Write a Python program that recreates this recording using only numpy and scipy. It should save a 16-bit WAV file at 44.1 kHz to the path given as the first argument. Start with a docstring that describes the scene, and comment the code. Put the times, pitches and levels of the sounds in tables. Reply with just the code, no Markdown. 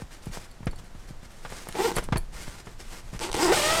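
"""A nylon tent window is unzipped close by, the slack wall swaying over a quiet garage throughout.
First hands brush and bump the fabric and the metal pull tabs clink. At 1.75 s comes one short tug: the
slider trips over the coil teeth, each plucking the taut panel and rasping in the slider. Louder bumps
and clinks follow, then more brushing. At 3.2 s a hesitant start runs into a long fast pull."""
import sys
import numpy as np
from scipy import signal
from scipy.fft import rfft, irfft, next_fast_len
from scipy.io import wavfile
from scipy.ndimage import uniform_filter1d

SR = 44100
rng = np.random.default_rng(int(sys.argv[2]) if len(sys.argv) > 2 else 0)


def master_out(mix):
    """Clip the mix to full scale and print it as 16-bit PCM to the path in sys.argv[1]."""
    frames = np.transpose(np.atleast_2d(mix))
    ceiling = np.clip(frames, -1, 1)
    pcm = np.round(ceiling * 32767).astype(np.int16)
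    wavfile.write(sys.argv[1], SR, pcm)


N = 167580

# slider speed per pull: time_s, teeth_per_s
TUG_RATE = [(1.745, 170), (1.765, 282), (1.8, 380), (1.83, 450), (1.862, 470), (1.885, 310), (1.905, 123),
            (1.925, 66)]
START_RATE = [(3.2, 130.6), (3.215, 271.8), (3.245, 367), (3.275, 240.7), (3.3, 69)]
RUN_RATE = [(3.345, 110.4), (3.382, 269.3), (3.42, 327), (3.443, 387.4), (3.475, 296.6), (3.5, 369.2),
            (3.516, 400.2), (3.526, 794.6), (3.552, 662.8), (3.6, 572.4), (3.65, 614.5), (3.71, 640),
            (3.76, 663), (3.8, 660)]
# force per pull: time_s, panel_db, rasp_db
TUG_FORCE = [(1.745, -33, -57), (1.763, -29.5, -42.5), (1.827, -30, -35.5), (1.861, -26.5, -34.5),
             (1.915, -35, -41), (1.925, -27, -44)]
START_FORCE = [(3.19, -37.5, -43), (3.23, -36.5, -33), (3.25, -33, -36), (3.3, -37, -50)]
RUN_FORCE = [(3.36, -32, -35), (3.426, -24, -28), (3.456, -22, -29), (3.47, -19.5, -30.5),
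             (3.51, -22.5, -34.5), (3.524, -17.5, -29), (3.558, -31.5, -26.5), (3.594, -24.5, -27),
             (3.614, -34, -28), (3.64, -25, -28), (3.8, -26.5, -28.5)]
# catching teeth: start_s, level_db
CATCHES = [(1.725, -30), (1.924, -35), (3.1925, -27), (3.294, -32), (3.316, -23), (3.3294, -19.5),
           (3.3418, -22), (3.351, -21), (3.366, -25)]

def zipper():
    """Three pulls; single teeth catch and let go as the slider starts and stops."""
    catches = colour(noise() * sum(undb(db) * fall(s, decay_s=0.0011) for s, db in CATCHES), RASP_EQ)
    tug = pull(TUG_RATE, TUG_FORCE, sizzle_db=-15.5)
    start = pull(START_RATE, START_FORCE, sizzle_db=-28)
    run = pull(RUN_RATE, RUN_FORCE, sizzle_db=-22)
    return catches + tug + start + run


def pull(rate, force, sizzle_db, burst_s=0.00099, waver_db=2.94, panel_trim_db=-1, rasp_trim_db=0.83):
    """Each tooth plucks the panel and sets off a short rasp in the slider."""
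    moving = (clock() >= rate[0][0]) & (clock() <= rate[-1][0])
    plucks = teeth(rate)
    bursts = unit(signal.lfilter([1], [1, -np.exp(-1 / (burst_s * SR))], plucks), moving)
    panel = taut_panel(plucks, bursts, curve(rate), moving)
    panel *= undb(panel_trim_db + curve(force) + waver_db * walk(105))
    rasp = slider_rasp(bursts, moving, sizzle_db)
    return panel + rasp * undb(rasp_trim_db + curve(force, column=2))


def teeth(rate, scatter_db=0.5, slow_hz=239.6):
    """One impulse per coil tooth; a slow slider moves unevenly."""
    times_s, rates_hz = np.array(rate).T
    plucks, when_s = np.zeros(N + 2), times_s[0]
    for late, strong in rng.standard_normal((N // 100, 2)):
        if when_s * SR >= N or when_s > times_s[-1]:
            break
        hz = np.interp(when_s, times_s, rates_hz)
        i, part = int(when_s * SR), when_s * SR % 1
        plucks[i:i + 2] += undb(scatter_db * strong) * np.sqrt(SR / hz) * np.array([1 - part, part])
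        jitter = 0.03 + 0.1307 * np.exp(-(hz / slow_hz) ** 2)
        when_s += np.exp(late * jitter) / hz
    return plucks[:N]


# panel resonances: pitch_hz, decay_s, level_db
PANEL_MODES = [(369, 0.0055, 0.5), (450, 0.0047, -9), (828, 0.0061, -8.5), (903, 0.0035, -1.5),
               (1049, 0.0031, -3.5), (1540, 0.0023, -8), (1845, 0.0015, -18.5)]
# panel whine: freq_hz, gain_db
WHINE_EQ = [(60, -27), (170, -8.5), (290, 2.5), (390, 8), (480, 9.5), (620, -1), (760, -5.5), (900, -4),
            (1080, -7), (1300, -2), (1600, -7), (1900, -5.5), (2600, -14), (4000, -19), (9000, -29.5)]

def taut_panel(plucks, bursts, rate_hz, moving, outrun_hz=480, ring_db=-0.5, slow_whine_db=-8):
    """Teeth keep the panel ringing; a fast slider outruns its resonances, leaving a thinner whine."""
    slow = 1 / (1 + (rate_hz / outrun_hz) ** 6)
    rough_plucks = unit(plucks, moving) + 0.55 * bursts * noise()
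    ringing = unit(signal.fftconvolve(rough_plucks, ring(0, PANEL_MODES))[:N], moving)
    ringing *= undb(ring_db) * np.sqrt(slow)
    whine = unit(colour(disperse(plucks), WHINE_EQ), moving)
    whine *= np.sqrt(1 - slow + slow * undb(slow_whine_db) ** 2)
    return signal.sosfilt(signal.butter(2, 110, "high", fs=SR, output="sos"), ringing + whine)


def disperse(x, smear_s=0.003043, corner_hz=2053):
    """Cloth carries low notes more slowly than high ones, smearing each pluck."""
    delay_s = smear_s / (1 + np.fft.rfftfreq(N, 1 / SR) / corner_hz)
    return irfft(rfft(x) * np.exp(-2j * np.pi * np.cumsum(delay_s) * SR / N), N)


# bite of the coil: time_s, ring_share
BITE = [(3.39, 0), (3.41, 0.43), (3.46, 0.52), (3.51, 0), (3.56, 0)]
# tooth rasp, slider ring, fine coil hiss: freq_hz, gain_db
RASP_EQ = [(100, 6), (300, 0), (900, 7.5), (1500, -2), (2300, 2), (3200, 2), (4000, 0.5), (5100, 1),
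           (6700, -3), (8400, -0.5), (9800, -6), (11500, -13.5), (13800, -17), (16000, -36)]
SLIDER_EQ = [(2000, -45), (4400, -7.5), (4950, 2.5), (5350, 0.5), (5900, -7), (6700, -6), (7700, -1),
             (8450, -3.5), (9100, -12), (10000, -13), (16000, -28)]
SIZZLE_EQ = [(9000, -30), (11300, -7), (12300, 0), (13800, 0), (14700, -7), (16000, -14)]

def slider_rasp(bursts, moving, sizzle_db):
    """Teeth scrape through the slider, which rings where the coil bites hard."""
    bite = curve(BITE)
    scrape = bursts + 0.39 * moving
    rasp = unit(colour(scrape * noise(), RASP_EQ), moving)
    ringing = unit(colour(bursts * noise(), SLIDER_EQ), moving)
    sizzle = unit(colour(scrape * noise(), SIZZLE_EQ), moving)
    return np.sqrt(1 - bite) * rasp + np.sqrt(bite) * ringing + undb(sizzle_db) * sizzle


# fabric knocks and snaps: start_s, thud_db, crackle_db, crackle_decay_s
BUMPS = [(.021, -31, -43, 0.0048), (0.269, -27.5, -41, 0.0038), (0.296, -36.5, -49, 0.0042),
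         (.374, -38.5, -35, 0.003), (.606, -34.5, -44, 0.002), (0.629, -37, -42, 0.0068),
         (.668, -20, -23.5, 0.008), (0.729, -52, -41.5, 0.0075), (.7965, -62, -40, 0.0024),
         (.838, -43, -52, 0.01), (.949, -39.5, -47, 0.0091), (1.107, -33.5, -54, 0.0029),
         (1.23, -45, -49, 0.0086), (1.449, -40, -31.5, 0.013), (1.521, -39.5, -31, 0.007),
         (1.687, -37, -30.5, 0.0057), (1.751, -43, -34.5, 0.024), (1.966, -25, -20, 0.009),
         (1.982, -31, -21, 0.0073), (2.024, -42, -36.5, 0.0067), (2.089, -33, -39, 0.0034),
         (2.123, -16, -20.5, 0.011), (2.158, -19, -22.5, .007), (2.172, -33, -28, 0.0037),
         (2.478, -33, -33, 0.0057), (2.669, -37.5, -38.5, 0.013), (3.131, -32, -42.5, 0.022),
         (3.148, -32, -53, 0.011)]
# crackling folds: freq_hz, gain_db
CRACKLE_EQ = [(60, -5), (200, 0.5), (450, 7.5), (800, 4), (1300, 1), (2000, -3), (3200, -8.5), (5000, -17),
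              (9000, -25), (16000, -48)]

def bumps(rise_s=0.0008):
    """Knocked or snapped taut, the wall thuds and its folds crackle."""
    thuds = sum(undb(db) * thud(s) for s, db, _, _ in BUMPS)
    folds = sum(undb(db) * (fall(s, decay_s) - fall(s, rise_s)) for s, _, db, decay_s in BUMPS)
    return thuds + colour(noise() * folds, CRACKLE_EQ)


def thud(start_s, onset_hz=251.3, sag_s=0.007, decay_s=0.0087, flap_db=-9.5, flap_s=0.11):
    """A bending wave in the wall: high notes arrive first, then it sinks into a slow flap."""
    age = np.maximum(clock() - start_s, 0)
    turns = onset_hz * sag_s * np.log1p(age / sag_s)
    envelope = np.exp(-age / decay_s) + undb(flap_db) * np.exp(-age / flap_s)
    return -np.sin(2 * np.pi * turns) * envelope


# finger taps: start_s, level_db
TAPS = [(.020, -26.5), (0.269, -30.5), (0.3728, -20), (1.671, -23.5), (2.0883, -19.5)]
# tap resonances: pitch_hz, decay_s, level_db
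TAP_MODES = [(545, 0.0014, -8.5), (900, 0.00074, -1.5), (1390, 0.00021, -15)]

def finger_taps():
    """Fingers strike the wall with light, dull taps."""
    return sum(undb(db) * ring(s, TAP_MODES) for s, db in TAPS)


# tab contacts: start_s, ring_db, tick_db, favoured_hz, decay_ratio (1 free, less when gripped)
CLINKS = [(.238, -54, -63, 11000, .8), (.257, -42, -44, 11000, .7), (0.513, -37.5, -60, 6700, 0.73),
          (.658, -46, -46, 10500, .6), (.711, -36, -62, 6750, 0.93), (0.759, -37, -60, 6960, 0.86),
          (.844, -52, -60, 10500, 0.87), (1.687, -34, -32, 10000, 0.53), (1.959, -22, -42, 8400, 0.78),
          (1.965, -17, -27, 8300, 0.63), (1.984, -28, -33, 13500, 0.47), (2.04, -37, -39, 11000, 0.65),
          (2.172, -24, -31.5, 5500, 0.66), (2.18, -24, -35, 10500, 0.69)]
# free tab resonances: pitch_hz, decay_s, level_db
TAB_MODES = [(4454, 0.0067, 0.5), (7460, .01, -15.5), (8350, .006, -11.5), (9700, .004, -9),
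             (11010, .01, -6), (13550, .006, -9)]
# contact tick: freq_hz, gain_db
TICK_EQ = [(500, -13), (3000, -13), (6000, -4), (8500, 7), (10500, 9), (13500, -5), (16000, -14)]

def pull_tabs(db_per_octave=18.5):
    """Metal tabs tick and ring, each contact favouring the modes near one pitch."""
    rings, ticks = np.zeros((2, N))
    for s, ring_db, tick_db, favoured_hz, decay_ratio in CLINKS:
        modes = [(hz, decay_s * decay_ratio, db - db_per_octave * abs(np.log2(hz / favoured_hz)))
                 for hz, decay_s, db in TAB_MODES]
        rings += undb(ring_db) * ring(s, modes)
        ticks += undb(tick_db) * fall(s, decay_s=0.002)
    return rings + colour(noise() * ticks, TICK_EQ)


# hand strokes: start_s, length_s, level_db
BRUSHES = [(-.04, 0.07, -49.5), (0.106, 0.089, -55.5), (0.218, 0.071, -51), (0.32, 0.072, -44.5),
           (0.393, 0.068, -48), (0.782, 0.019, -49), (0.846, 0.033, -52), (0.941, .12, -57.5),
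           (1.082, 0.031, -46), (1.225, 0.041, -52), (1.295, 0.12, -55), (1.414, .08, -52.5),
           (1.497, 0.088, -43), (1.583, 0.32, -50), (1.938, 0.059, -37), (2.028, 0.029, -39.5),
           (2.332, 0.11, -44.5), (2.433, .18, -46), (2.647, 0.094, -54), (2.793, 0.034, -44),
           (2.836, 0.08, -49.5), (2.891, 0.12, -46), (3.031, .08, -57), (3.126, 0.051, -47.5)]
# rubbed nylon: freq_hz, gain_db
NYLON_EQ = [(80, 5), (300, 6.5), (900, 3.5), (2000, 2), (3500, -1.5), (5500, -1), (7000, -3), (8500, -2.5),
            (11000, -10), (14000, -15), (16000, -26)]

def brushes(edge_s=0.025, grain_db=2.5, waver_db=2.5):
    """Skin slides over the weave: grainy hiss that swells, holds and fades."""
    t, power = clock(), np.zeros(N)
    for s, length_s, db in BRUSHES:
        inside_s = np.minimum(t - s, s + length_s - t)
        power += (undb(db) * np.clip(inside_s / edge_s + 0.5, 0, 1)) ** 2
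    grain = unit(noise() * undb(grain_db * walk(1200) + waver_db * walk(39)))
    return colour(grain * np.sqrt(power), NYLON_EQ)


# wall sway: time_s, level_db
SWAY_LEVEL = [(0, -47.5), (.6, -43.5), (.72, -35), (.85, -43), (1.05, -40), (1.3, -45), (1.85, -45.5),
              (2.03, -31), (2.22, -40.5), (2.35, -39.5), (2.7, -43), (3.1, -39.5), (3.8, -38)]
# wall rumble, garage air: freq_hz, gain_db
SWAY_EQ = [(8, -10), (24, -3), (40, -12.5), (70, -19), (120, -22.5), (180, -27), (260, -37.5), (1000, -52),
           (16000, -140)]
GARAGE_EQ = [(60, -20), (140, 0), (335, -5.5), (755, -6), (1810, -10.5), (2430, -14.5), (7400, -19.5),
             (10500, -25.5), (14000, -31), (16000, -42)]

def background(air_db=-54.5):
    """Quiet garage air and the low rumble of the swaying wall."""
    air = undb(air_db) * colour(noise(), GARAGE_EQ)
    return air + undb(curve(SWAY_LEVEL)) * colour(noise(), SWAY_EQ)


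def undb(db):
    """Decibels to gain."""
    return 10 ** (np.asarray(db) / 20)


def unit(x, span=slice(None)):
    """Scale to rms 1 within span."""
    return x / np.sqrt(np.mean(x[span] ** 2))


def clock():
    """Sample times in s."""
    return np.arange(N) / SR


def curve(table, column=1):
    """A column interpolated over time."""
    points = np.array(table)
    return np.interp(clock(), points[:, 0], points[:, column])


def noise():
    """White noise."""
    return rng.standard_normal(N)


def walk(hz):
    """Smooth random drift, rms 1."""
    width = int(SR / hz)
    return unit(uniform_filter1d(uniform_filter1d(noise(), width), width))


def colour(x, eq):
    """Minimum-phase filter that keeps the power of white noise."""
    size = next_fast_len(N + SR // 2)
    size += size % 2
    hz, db = np.array(eq, float).T
    bins_hz = np.fft.rfftfreq(size, 1 / SR)
    gain = unit(undb(np.interp(np.log(bins_hz + 1), np.log(hz), db)))
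    cepstrum = irfft(np.log(gain))
    cepstrum[1:size // 2] *= 2
    cepstrum[size // 2 + 1:] = 0
    return irfft(rfft(x, size) * np.exp(rfft(cepstrum)))[:N]


def fall(start_s, decay_s):
    """Sudden onset, exponential decay."""
    age = clock() - start_s
    return (age >= 0) * np.exp(-np.clip(age / decay_s, 0, 50))


def ring(start_s, modes):
    """Damped sines struck together."""
    out, first = np.zeros(N), max(int(start_s * SR), 0)
    age = np.arange(min(SR // 2, N - first)) / SR
    for hz, decay_s, db in modes:
        out[first:first + len(age)] += undb(db) * np.exp(-age / decay_s) * np.sin(2 * np.pi * hz * age)
    return out


def scene(sliding_send_db=-6.5, knock_send_db=-13):
    """Close sources with the brief reflections of a small enclosed space; both channels alike."""
    sliding = zipper() + brushes()
    knocks = bumps() + finger_taps() + pull_tabs()
    echoes = noise() * fall(0.0024, decay_s=0.026)
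    send = undb(sliding_send_db) * sliding + undb(knock_send_db) * knocks
    tent = signal.fftconvolve(send, echoes / np.linalg.norm(echoes))[:N]
    return np.tile(sliding + knocks + tent + background(), (2, 1))


def record(dry):
    """Steep low-pass at 15.9 kHz."""
    return signal.sosfilt(signal.ellip(10, 0.2, 80, 15900, fs=SR, output="sos"), dry)


dry = scene()
out = record(dry)
master_out(out)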